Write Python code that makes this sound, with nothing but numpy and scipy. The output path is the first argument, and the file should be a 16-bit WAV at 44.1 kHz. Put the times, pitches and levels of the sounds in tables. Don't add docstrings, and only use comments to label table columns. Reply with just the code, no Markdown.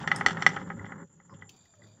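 import sys
import numpy as np
from scipy import signal
from scipy.fft import rfft, irfft
from scipy.io import wavfile

SR = 44100
rng = np.random.default_rng(int(sys.argv[2]) if len(sys.argv) > 2 else 0)


def dump(signal):
    limited = np.clip(np.atleast_2d(signal).T, -1, 1)
    pcm = np.round(limited * 32767).astype(np.int16)
    wavfile.write(sys.argv[1], SR, pcm)


N = 88200
TIME = np.arange(N) / SR
HIT_TIME = np.arange(SR // 5) / SR

# f/Hz, level/dB, t60/s (the time to fade by 60 dB)
TRACK_TONES = [(160.6, -19.5, 0.069), (389.5, -17.5, 0.068), (539.5, -20.5, 0.067), (804, -6, 0.038),
               (1279.6, -8, 0.065), (1437, -6.5, 0.024), (1648, -12.5, 0.061), (1840, -7.5, 0.033),
               (2839, -18, 0.056), (3115, -7.5, 0.021), (3462, -17, 0.055), (4330, -13.5, 0.029),
               (5520, -9.5, 0.047), (5960, -4.5, 0.038), (7435, -5.5, 0.076)]


def knocks():
    # t/s, level/dB, hardness (treble cutoff) f/Hz, main tone's level/dB
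    hits = [(0.075, -15.5, 3960, -8), (0.1157, -11.5, 3500, 1.5), (0.162, -22.5, 2260, -26),
            (0.2100, -13.5, 2430, -12.5), (0.2622, -7, 4760, -1), (0.2836, -17.5, 4450, -35),
            (0.2885, -38, 4200, -26), (0.2965, -23.5, 3370, -17), (0.3071, -20, 3720, -12),
            (0.3292, -38, 5930, -12), (0.3703, -21.5, 2620, -29), (0.4003, -36, 2400, -8),
            (0.4225, -16, 4240, -5), (0.4644, -5.5, 4420, 1), (0.4900, -26.5, 5430, -15),
            (0.5020, -34.5, 2300, 2), (0.532, -31, 2200, -14), (0.5631, -18.5, 2900, -14),
            (0.5653, -22, 2320, -8.5), (0.5715, -24, 2280, -26), (0.6141, -28.5, 2300, -26),
            (0.7017, -22, 1940, -5), (0.7167, -30.5, 1890, -13), (0.7938, -36, 1850, 3),
            (0.8437, -30.5, 2080, -5.5), (0.8631, -34, 2380, -8), (0.9200, -24.5, 1940, -7.5),
            (1.2, -45, 2000, -2), (1.2947, -43.5, 1660, -18), (1.3379, -49, 2400, -17),
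            (1.391, -50, 1900, -12), (1.4219, -38, 2400, 1.5), (1.431, -52.5, 2750, 2),
            (1.656, -64, 3490, 4.5), (1.7370, -47.5, 1510, -16.5), (1.8200, -62, 2200, 14),
            (1.8420, -60.5, 2270, 6.5)]
    # f/Hz, level/dB
    wood_spectrum = [(60, -38), (150, -20), (500, -18.5), (900, -3), (2000, 11), (2500, -10), (3300, -12),
                     (4800, -8), (6000, -0.5), (8000, -0.5), (10000, -12.5), (15000, -26)]
    snap_spectrum = [(3000, -15.5), (6000, -4.5), (9700, 1.5), (11000, -14.5), (15000, -23)]
    main_hz, main_t60, hold_s = 1977.4, 0.018, 0.0032
    main_db = 3.5 - 60 * np.maximum(HIT_TIME - hold_s, 0) / main_t60
    main_tone = amp(main_db) * np.sin(2 * np.pi * main_hz * HIT_TIME)
    tones = ring(TRACK_TONES)
    out = np.zeros(N)
    for start, db, hardness_hz, tone_db in hits:
        crack = amp(12) * burst(wood_spectrum, t60=0.024)
        wood = tones + crack + amp(17.5) * burst(wood_spectrum, t60=0.051)
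        body = soften(wood + amp(tone_db) * main_tone, hardness_hz) / 2
        snap = amp(-21.5) * (hardness_hz / 4800) ** 2 * burst(snap_spectrum, t60=0.046)
        add(out, start, amp(db) * (body + snap))
        skip_s = rng.uniform(0.0037, 0.011)
        add(out, start + skip_s, amp(db - 17) * soften(wood, hardness_hz) / 2)
    return out


def ball_clicks():
    # f/Hz, level/dB, t60/s
    ball_tones = [(5000, 3.5, 0.021), (5300, 8, 0.022), (8380, 2, .026)]
    # t/s, level/dB
    touches = [(0.855, -32.5), (1.3378, -37.5), (1.3925, -49), (1.414, -38), (1.454, -52.5)]
    # f/Hz, level/dB
    tick_spectrum = [(3500, -24), (4300, -22), (4900, -1), (5300, -2), (5750, -16), (6400, -4), (7500, -7),
                     (8500, 0), (10000, -2), (10700, -14), (12000, -27), (15000, -35)]
    touch_spectrum = [(1500, -17.5), (2600, -9), (3100, 5.5), (3450, 5.5), (3900, -17), (5900, -11.5),
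                      (9000, -44.5)]
    out = np.zeros(N)
    click = ring(ball_tones) / 2 + amp(17.5) * burst(tick_spectrum, t60=0.026)
    add(out, start=0.1612, sound=amp(-34) * click)
    for start, db in touches:
        add(out, start, amp(db) * burst(touch_spectrum, t60=0.082))
    return out


def groove_rattle():
    # t/s, level/dB
    loudness = [(0, -44), (.07, -45.5), (.15, -41.5), (.25, -41.5), (.3, -50), (.35, -44), (.5, -44),
                (.6, -44), (.69, -52.5), (.76, -54.5), (.85, -47), (.89, -52), (.96, -50.5), (1.02, -45.5),
                (1.06, -74.5), (1.28, -71.5), (1.31, -68), (1.36, -67.5), (1.42, -60), (1.48, -76),
                (1.7, -75.5), (1.8, -74.5), (1.84, -66), (1.89, -81.5), (2, -65.5)]
    # f/Hz, level/dB
    spectrum = [(250, -18.5), (650, 1), (1000, 7.5), (2050, 2.5), (2250, -10.5), (2550, -33.5),
                (2950, -20.5), (3500, -22.5), (3900, -38.5), (4300, -28.5), (5000, -45), (5900, -34),
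                (8000, -47), (11000, -62), (16000, -70)]
    grain = bumps(per_s=540, spread_db=5.5, t60=0.067, rise_s=0.0023)
    ringing = signal.fftconvolve(grain, ring(TRACK_TONES))[:N]
    ringing = normalize(soften(ringing, cutoff_hz=1883))
    return envelope(loudness) * (amp(-2) * colour(grain, spectrum) + amp(-9) * ringing)


def plank_rumble():
    # t/s, level/dB
    loudness = [(0, -40), (.12, -40), (.24, -38.5), (.29, -33.5), (.35, -38), (.5, -39.5), (.83, -41.5),
                (.89, -45), (.94, -45.5), (1.04, -44), (1.075, -64.5), (1.17, -60), (1.28, -63.5),
                (1.34, -43.5), (1.375, -59), (1.41, -49), (1.48, -57.5), (1.7, -73), (1.78, -69.5),
                (1.84, -53.5), (1.93, -67.5), (2, -57)]
    # f/Hz, level/dB
    spectrum = [(25, -50.5), (45, -33), (65, -13.5), (110, -15), (165, 1), (240, -5), (320, -10.5),
                (480, -16), (560, -9.5), (700, -63)]
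    # f/Hz, width/Hz, level/dB
    plank_tones = [(150, 18, -8), (177.4, 8, -8), (407, 18, -17.5)]
    return envelope(loudness) * (amp(-3.5) * noise(spectrum) + rub(plank_tones))


def plank_boom():
    # t/s, level/dB
    loudness = [(0, -55.5), (.32, -45), (.4, -48.5), (.71, -54.5), (.81, -38.5), (.9, -53), (1.14, -75),
                (1.28, -71), (1.33, -52), (1.43, -52), (1.63, -76.5), (1.78, -67), (1.84, -53), (2, -63)]
    centre_hz, wander_hz, step_s = 103.4, 6.5, 0.028
    steps = np.arange(0, N / SR + 1, step_s)
    hz = centre_hz + wander_hz * np.interp(TIME, steps, rng.standard_normal(len(steps)))
    tone = normalize(np.sin(2 * np.pi * np.cumsum(hz) / SR))
    return amp(-3.5) * envelope(loudness) * tone


def tray_skitter():
    # t/s, level/dB
    loudness = [(0, -50), (.06, -63), (.14, -52), (.25, -63), (.29, -43.5), (.35, -62), (.5, -53),
                (.66, -69), (1.05, -86.5)]
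    # f/Hz, level/dB
    spectrum = [(1500, -27.5), (2400, 0.5), (3400, 7), (3950, -6), (6000, -3), (7400, -9), (11000, -41)]
    taps = bumps(per_s=920, spread_db=4.0, t60=0.025, rise_s=0.002)
    return envelope(loudness) * colour(taps, spectrum)


def marble_ticks(land_s):
    # f/Hz, level/dB
    spectrum = [(1000, -35), (2100, -16.5), (2500, 5), (3800, -0.5), (4700, -1.5), (6500, 5.5),
                (8000, -13.5), (11000, -16.5), (15000, -11)]
    # t/s, level/dB
    hops = [(1.542, -44), (1.563, -41.5), (1.653, -44), (1.7537, -47.5), (1.873, -46.5)]
    out = np.zeros(N)
    add(out, land_s, amp(-24.5) * burst(spectrum, t60=0.034))
    for start, db in hops:
        add(out, start, amp(db) * burst(spectrum, t60=0.054))
    return out


def marble_roll(bend_s, land_s):
    # f/Hz, width/Hz, level/dB
    squeak_tones = [(1047, 84, 4.5), (1063, 57, -3.5), (5200, 260, -14)]
    # t/s, f/Hz, level/dB
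    hum_path = [(1.301, 794, -87.5), (1.4, 828, -68.5), (1.52, 788, -72), (1.62, 744, -89), (1.8, 592, -65),
                (2, 645, -78)]
    # t/s, level/dB
    hiss_loudness = [(1.49, -74), (1.56, -64), (1.62, -69.5), (1.78, -75.5), (1.85, -65.5), (1.92, -69.5),
                     (2, -78)]
    # f/Hz, level/dB
    bowl_spectrum = [(1000, 8.5), (2100, -8.5), (2450, 9.5), (2700, -25), (3550, 12), (4300, -4.5),
                     (4650, 14), (5400, -13), (5800, -8), (8200, -15.5), (15000, -22)]
    squeak_length_s = 0.047
    progress = np.clip((TIME - bend_s) / squeak_length_s, 0, 1)
    squeak = amp(-59) * np.sqrt(abs(np.sin(np.pi * progress))) * rub(squeak_tones)
    times, hz, db = np.transpose(hum_path)
    hum = resonate(rng.standard_normal(N), np.interp(TIME, times, hz), width_hz=36)
    hum *= amp(np.interp(TIME, times, db))
    grain = bumps(per_s=400, spread_db=0, t60=0.038, rise_s=0.0012)
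    hiss = envelope(hiss_loudness) * colour(grain, bowl_spectrum)
    return squeak + (TIME > bend_s) * hum + (TIME > land_s) * hiss


def trill():
    # t/s, level/dB
    loudness = [(0, -64.5), (.55, -62), (1.2, -70.5), (1.48, -65.5), (2, -71.5)]
    # f/Hz, level/dB
    upper_spectrum = [(5500, -46), (6700, -22.5), (7000, -11), (7170, 5), (7430, -2.5), (7620, -17.5),
                      (8000, -37.5), (10000, -57.5)]
    lower_spectrum = [(5000, -25), (5750, -20.5), (5970, -5), (6200, -22.5), (6500, -10.5), (6650, -12.5),
                      (6850, 8.5), (7100, -1), (7600, -28), (9000, -52.5)]
    throb_hz, peak_s, lag_s = 8.47, 0.067, 0.029
    phase = 2 * np.pi * throb_hz * (TIME - peak_s)
    upper_throb = normalize(amp(5.5 * np.cos(phase)))
    lower_throb = normalize(amp(1.5 * np.cos(phase - 2 * np.pi * throb_hz * lag_s)))
    upper = envelope(loudness) * upper_throb * noise(upper_spectrum)
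    return upper + amp(-72) * lower_throb * noise(lower_spectrum)


def room_echo(x):
    # f/Hz, t60/s
    fade_times = [(100, 0.18), (1000, 0.24), (4000, 0.15), (12000, 0.15)]
    rise_s = 0.01
    hz, t, bands = signal.stft(rng.standard_normal(SR // 2), SR, nperseg=256)
    fade = amp(-60 * t / value_at(fade_times, hz)[:, None])
    tail = signal.istft(bands * fade, SR)[1]
    tail *= np.minimum(np.arange(len(tail)) / SR / rise_s, 1)
    return signal.fftconvolve(x, tail / np.linalg.norm(tail))[:N]


def background():
    # f/Hz, level/dB
    spectrum = [(25, -11.5), (110, 18.5), (250, -10.5), (600, -18), (2000, -27.5), (3300, -15),
                (4200, -49.5), (8000, -39), (15000, -38)]
    return amp(-71) * noise(spectrum)


def amp(db):
    return 10 ** (np.asarray(db) / 20)


def normalize(x):
    return x / np.sqrt(np.mean(x ** 2) + 1e-20)


def value_at(points, hz):
    f, value = np.transpose(points)
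    return np.interp(np.log(hz + 1), np.log(f), value)


def envelope(points):
    return amp(np.interp(TIME, *np.transpose(points)))


def colour(x, spectrum):
    gain = amp(value_at(spectrum, np.fft.rfftfreq(len(x), 1 / SR)))
    return normalize(irfft(rfft(x) * gain, len(x)))


def noise(spectrum):
    return colour(rng.standard_normal(N), spectrum)


def add(mix, start, sound):
    part = mix[round(start * SR):][:len(sound)]
    part += sound[:len(part)]


def ring(tones):
    return sum((-1) ** k * amp(db - 60 * HIT_TIME / t60) * np.sin(2 * np.pi * hz * HIT_TIME)
               for k, (hz, db, t60) in enumerate(tones))


def burst(spectrum, t60, rise_s=0.0005):
    x = colour(rng.standard_normal(len(HIT_TIME)), spectrum)
    x *= np.minimum(HIT_TIME / rise_s, 1) * amp(-60 * HIT_TIME / t60)
    return x / np.linalg.norm(x)


def resonate(x, hz, width_hz):
    spin = np.exp(2j * np.pi * np.cumsum(hz * np.ones(N)) / SR)
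    pole = np.exp(-np.pi * 2 * width_hz / SR)
    smoothed = signal.lfilter([1], np.poly([pole, pole]), x / spin)
    return normalize((spin * smoothed).real)


def rub(tones):
    return sum(amp(db) * resonate(rng.standard_normal(N), hz, width) for hz, width, db in tones)


def bumps(per_s, spread_db, t60, rise_s):
    size = amp(spread_db * np.minimum(rng.exponential(1, N), 3))
    impacts = size * (rng.random(N) < per_s / SR)
    t = np.arange(SR // 20) / SR
    shape = np.minimum(t / rise_s, 1) * amp(-60 * t / t60)
    power = abs(signal.fftconvolve(impacts ** 2, shape ** 2)[:N])
    return rng.standard_normal(N) * np.sqrt(power)


def soften(x, cutoff_hz):
    return signal.lfilter(*signal.butter(4, cutoff_hz, fs=SR), x)


def scene():
    bend_s, land_s = 1.294, 1.4925
    wood = knocks()
    clicks = ball_clicks() + marble_ticks(land_s)
    echo = room_echo(amp(-19.5) * wood + amp(-9.5) * clicks)
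    rolling = groove_rattle() + plank_rumble() + plank_boom() + tray_skitter()
    return (wood + clicks + echo + rolling + marble_roll(bend_s, land_s) + trill() + background())[None]


def record(dry):
    cutoff_hz = 15700
    low_pass = signal.firwin(511, cutoff_hz, window=("kaiser", 9), fs=SR)
    return signal.oaconvolve(dry, low_pass[None], "same")


dry = scene()
out = record(dry)
dump(out)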